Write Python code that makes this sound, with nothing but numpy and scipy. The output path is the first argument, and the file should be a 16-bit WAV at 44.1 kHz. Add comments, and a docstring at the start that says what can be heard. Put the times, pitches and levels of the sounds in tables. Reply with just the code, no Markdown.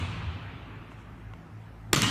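"""A volleyball is smacked once in a large empty gymnasium: skin crack, shell knock and low thump, then echoes.
Shaped noise and low booms make the hall's reverberation; the echo of an earlier hit dies away from the start.
Ventilation hums and hisses low: shaped noise with three wavering tones.
A player's shoes tick (struck modes), scuff (a band of noise) and thud (low sines) on the sprung wooden floor."""
import sys
import numpy as np
from scipy import signal
from scipy.io import wavfile
from scipy.ndimage import uniform_filter1d

SR = 44100
rng = np.random.default_rng(int(sys.argv[2]) if len(sys.argv) > 2 else 0)


def transcribe(signal):
    """Save signal, clipped to [-1, 1], as a 16-bit WAV file at the path in sys.argv[1]."""
    frames = np.atleast_2d(signal).T
    limited = np.clip(frames, -1, 1)
    pcm = np.round(limited * 32767).astype(np.int16)
    wavfile.write(sys.argv[1], SR, pcm)


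N = 92610  # length in samples


def amp(db):
    """Turns decibels into a plain factor."""
    return 10 ** (np.asarray(db) / 20)


def evened(x):
    """Scales a signal to an rms of 1."""
    return x / np.sqrt(np.mean(x ** 2) + 1e-20)


def read(points, hz):
    """Reads a curve between its points, along a logarithmic frequency scale."""
    point_hz, value = np.transpose(points)
    return np.interp(np.log(hz + 1), np.log(point_hz + 1), value)


def add(mix, start_s, sound):
    """Adds a sound into the mix at its start time, cut off at the end of the mix."""
    part = mix[round(start_s * SR):][:len(sound)]
    part += sound[:len(part)]


def dulled(x, top_hz):
    """Takes away treble above top_hz, 12 dB per octave."""
    b, a = signal.butter(2, min(top_hz, 20000), fs=SR)
    return signal.lfilter(b, a, x)


def ring(modes, wave=np.sin):
    """A struck thing vibrates in several modes, each dying at its own pace; peak 1."""
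    t = np.arange(SR // 8) / SR
    x = 0
    for hz, db, t60 in modes:
        x = x + amp(db - 60 * t / t60) * wave(2 * np.pi * hz * t)
    return x / abs(x).max()


def swell(t, hz, db, t60, rise_s):
    """A low resonance builds up smoothly, then loses 60 dB every t60 seconds."""
    return amp(db - 60 * t / t60) * (1 - np.exp(-t / rise_s)) * np.sin(2 * np.pi * hz * t)


def resonate(x, hz, width_hz):
    """Keeps a band around hz: shifts hz down to zero, smooths, and shifts back."""
    turn = np.exp(2j * np.pi * hz * np.arange(len(x)) / SR)
    r = np.exp(-np.pi * width_hz / SR)
    smooth = signal.lfilter([1 - r], [1, -r], x / turn)
    return 2 * (turn * smooth).real


def wash(spectrum, since_s=None, patchy_db=1.5, streak_db=0):
    """Noise of a given spectrum, rms 1 before any decay; after since_s each band dies at the hall's pace."""
    # How long the hall takes to lose 60 dB: (frequency [Hz], decay time [s])
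    hall_t60 = [(60, 4.9), (200, 2.35), (700, 3.8), (2000, 4.15), (3000, 2.94), (4600, 1.94), (8000, 0.96),
                (12000, 0.67)]
    size, hop = 2048, 512
    frames = N // hop + 5
    hz = np.fft.rfftfreq(size, 1 / SR)

    def to_sound(z):
        return signal.istft(z, nperseg=size, noverlap=size - hop)[1]

    # each is a grid of frequency by time
    real, imag, patches, streaks = rng.standard_normal((frames, len(hz), 4)).T
    patches = uniform_filter1d(uniform_filter1d(patches, size=16, axis=0), size=4, axis=1)
    streaks = uniform_filter1d(streaks, size=16, axis=1)  # narrow in pitch, long in time
    level_db = read(spectrum, hz)[:, None] + patchy_db * evened(patches) + streak_db * evened(streaks)
    z = (real + 1j * imag) * amp(level_db)
    scale = np.sqrt(np.mean(to_sound(z) ** 2))
    if since_s is not None:
        age = np.maximum(np.arange(frames) * hop / SR - since_s, 0)
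        z = z * amp(-60 * age / read(hall_t60, hz)[:, None])
    return to_sound(z)[:N] / scale


def ventilation():
    """Air noise, strongest in the bass, with three motor tones that waver in level."""
    # Spectrum of ventilation and microphone hiss: (frequency [Hz], relative level [dB per Hz])
    air = [(30, -15), (50, -10.5), (80, -11.5), (130, -11.5), (250, -13), (560, -26.5), (720, -22.5),
           (1000, -25.5), (1600, -28.5), (2600, -37.5), (4000, -45.5), (6000, -50), (10000, -56),
           (15400, -58)]
    # The motor tones: frequency [Hz] of each
    hum_hz = [53, 107.8, 164.2]
    # How they waver: (time [s], level of first tone [dB], of second [dB], of third [dB])
    hum = [(0.0, -43, -35, -45), (0.068, -53, -44.5, -46), (0.194, -46, -40, -48), (0.354, -75, -49, -59.5),
           (0.464, -55, -47, -51), (0.598, -52.5, -63, -62), (0.672, -47, -47, -55.5),
           (0.92, -56.5, -50, -63), (1.174, -49, -53, -76), (1.322, -50, -43, -58),
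           (1.454, -63, -67, -52.5), (1.544, -68, -42, -56), (1.788, -45, -54, -57), (1.9, -51, -41.5, -55)]
    width_hz, steady = 3.7, 0.88  # width of the unsteady part; weight of the steady part, 0 to 1
    t = np.arange(N) / SR
    out = amp(-49) * wash(air, patchy_db=2.58)
    s, *levels = np.transpose(hum)
    for hz, db in zip(hum_hz, levels):
        fuzz = resonate(rng.standard_normal(N), hz, width_hz)
        fuzz = evened(resonate(fuzz, hz, width_hz))
        tone = np.sqrt(2) * np.sin(2 * np.pi * (hz * t + rng.random()))
        out = out + amp(np.interp(t, s, db)) * evened(steady * tone + (1 - steady) * fuzz)
    return out


def shoes():
    """Brief contacts set the sole ringing, rubbing makes a band of noise, and the floor thuds low."""
    # Ticks: (time [s], peak level before the treble cut [dB], treble cut [Hz], spread of the contacts [s])
    ticks = [(0.9186, -32, 3000, 0.0002), (1.3369, -31.5, 16000, 0.000038), (1.447, -48, 13000, 0.000099)]
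    # Modes of the sole: (frequency [Hz], relative level [dB], time to lose 60 dB [s])
    sole = [(1080, 5, 0.018), (1420, 3, 0.013), (2080, 4, 0.0086), (2790, 3, 0.0086), (6000, -6, 0.003),
            (13500, -3, 0.0025)]
    # Scuffs: (start [s], length [s], level before the fade in and out [dB])
    scuffs = [(0.892, 0.065, -72), (0.95, 0.099, -73)]
    # Low floor thuds: (time [s], level before rise and decay [dB], frequency [Hz])
    thuds = [(.0, -23, 88.5), (.265, -26, 84.1), (.42, -33.5, 99)]
    scuff_hz, scuff_width_hz = 6150, 4300
    out, t = np.zeros(N), np.arange(SR // 2) / SR
    for s, db, top_hz, spread_s in ticks:
        contacts = rng.random(400) * np.exp(-t[:400] / spread_s)
        tick = np.convolve(ring(sole), contacts)
        add(out, s, amp(db) * dulled(tick / abs(tick).max(), top_hz))
    for s, length_s, db in scuffs:
        rub = resonate(rng.standard_normal(len(t)), scuff_hz, scuff_width_hz)
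        rub = evened(resonate(rub, scuff_hz, scuff_width_hz))
        fade = np.sin(np.pi * np.minimum(t / length_s, 1))
        add(out, s, amp(db) * fade * rub)
    for s, db, hz in thuds:
        add(out, s, swell(t, hz, db, t60=0.34, rise_s=0.0048))
    return out


def hall():
    """Many reflections blur into dying noise after the smack and the earlier hit; low resonances boom."""
    # Reverberation of the smack: (frequency [Hz], relative level [dB per Hz])
    smack_hall = [(50, -10), (80, -15), (130, -7.5), (200, -1.5), (290, -8), (500, -17), (810, -18.5),
                  (1160, -9.5), (1500, -14.5), (3500, -12.5), (4800, -19), (7000, -19.5), (9500, -22.5),
                  (10500, -31), (13500, -29.5), (15400, -42)]
    # How it builds up, on top of its decay: (time [s], level [dB])
    hall_build = [(1.929, -68), (1.93, -21), (1.944, -32.5), (1.951, -25), (1.953, -41.5), (1.958, -33),
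                  (1.962, -25), (2.017, -27), (2.034, -21.5), (2.06, -24), (2.1, -23.5)]
    # Reverberation of the earlier hit: (frequency [Hz], relative level [dB per Hz])
    earlier_hall = [(50, -20), (85, -3), (110, -5.5), (160, -10), (300, -18), (525, -25.5), (770, -22.5),
                    (1300, -21), (1900, -26.5), (2600, -22), (4200, -31), (5000, -39.5), (8700, -43),
                    (11000, -55), (15400, -66)]
    # Low resonances set going by the smack and its echoes:
    # (time [s], level before rise and decay [dB], frequency [Hz], time to lose 60 dB [s])
    booms = [(1.931, -14.5, 138.6, 0.048), (1.96, -15.5, 135.6, 0.11), (2.028, -17, 112.5, 0.14),
             (2.059, -24.5, 163, 0.35)]
    streak_db = 2  # narrow hall modes that stand out of the reverberation
    t = np.arange(N) / SR
    s, db = np.transpose(hall_build)
    tail = wash(smack_hall, s[0], patchy_db=2.5, streak_db=streak_db)
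    out = (t >= s[0]) * amp(np.interp(t, s, db)) * tail
    out += amp(-35) * wash(earlier_hall, 0, streak_db=streak_db)
    for start_s, boom_db, hz, t60 in booms:
        add(out, start_s, swell(t, hz, boom_db, t60, rise_s=0.0123))
    return out


def smack():
    """Each arrival is a double crack of the skin in a noisy slap, a knock of the shell and a low thump."""
    # The smack and its echoes from floor, stands and walls:
    # (time [s], skin crack before the treble cuts [dB], gap to second snap [s], treble cut [Hz],
    #  shell knock [dB], low thump [dB])
    arrivals = [(1.932, 1, .00055, 15500, -11, -16), (1.9344, -12, .0003, 7000, -14.5, -14.5),
                (1.9368, -39, 0.00098, 5000, -13, -45), (1.9405, -20, .0005, 13000, -45, -21.5),
                (1.9434, -9, .0006, 8500, -23, -53), (1.9477, -8, .0003, 6000, -38, -32),
                (1.9511, -13.5, 0.00036, 7500, -31, -34), (1.9592, -23, .0004, 15000, -30, -36),
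                (1.9617, -6.5, .0003, 9400, -39, -23), (1.968, -17, .0003, 7000, -28, -31),
                (2.02, -5.5, .00055, 10800, -28, -33), (2.03, -11.5, .0003, 7000, -25, -25)]
    # Modes of the ball's skin: (frequency [Hz], relative level [dB], time to lose 60 dB [s])
    skin = [(1820, 2.5, 0.0027), (3180, 0.5, 0.0033), (4500, -1.5, 0.0036), (5300, -7, 0.0024),
            (7150, 0, 0.004), (12800, -5.5, 0.0023)]
    # Modes of its shell: (frequency [Hz], relative level [dB], time to lose 60 dB [s])
    shell = [(670, -7, 0.015), (1030, 0, 0.022), (1173, 4.5, 0.02), (1430, 0, 0.016), (1870, 1, 0.037),
             (2510, -4, 0.017), (3300, -4, 0.0071)]
    # The low thump: (frequency [Hz], relative level [dB], time to lose 60 dB [s])
    thump = [(276, 8, 0.025)]
    slap_db, slap_t60 = -13, 0.0048  # noise around each crack; seconds to lose 60 dB
    second_snap_db, crack_top_hz = 0.8, 13900
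    lead = round(0.0014 * SR)  # the slap swells for this many samples before the crack
    snap, out = ring(skin, np.cos), np.zeros(N)  # a cosine starts abruptly
    t = np.arange(len(snap)) / SR
    rise = np.minimum(t * SR / lead, 1) ** 2
    slap = amp(slap_db - 60 * np.maximum(t - lead / SR, 0) / slap_t60) * rise
    noises = rng.standard_normal((len(arrivals), len(t)))
    for row, noise in zip(arrivals, noises):
        s, crack_db, gap_s, top_hz, knock_db, thump_db = row
        second = amp(second_snap_db) * np.roll(snap, lead + round(gap_s * SR))
        crack = np.roll(snap, lead) + second + slap * noise
        crack = dulled(dulled(crack, top_hz), crack_top_hz)
        add(out, s - lead / SR, amp(crack_db) * crack)
        # minus: the shell first moves inward
        add(out, s, amp(thump_db) * ring(thump) - amp(knock_db) * ring(shell))
    return out


def scene():
    """Adds all layers into one channel."""
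    return (ventilation() + shoes() + hall() + smack())[None]


def record(dry):
    """The microphone's bass roll-off, soft overload near full scale, then the band limit of the recorder."""
    low_cut_hz, ceiling, edge_hz = 44, 1.25, 15420  # ceiling: the most the overload lets through
    x = signal.sosfilt(signal.butter(4, low_cut_hz, "high", fs=SR, output="sos"), dry)
    x = ceiling * np.tanh(x / ceiling)
    band_limit = signal.firwin(511, edge_hz, window=("kaiser", 9), fs=SR)
    return signal.oaconvolve(x, band_limit[None], "same")


dry = scene()
out = record(dry)
transcribe(out)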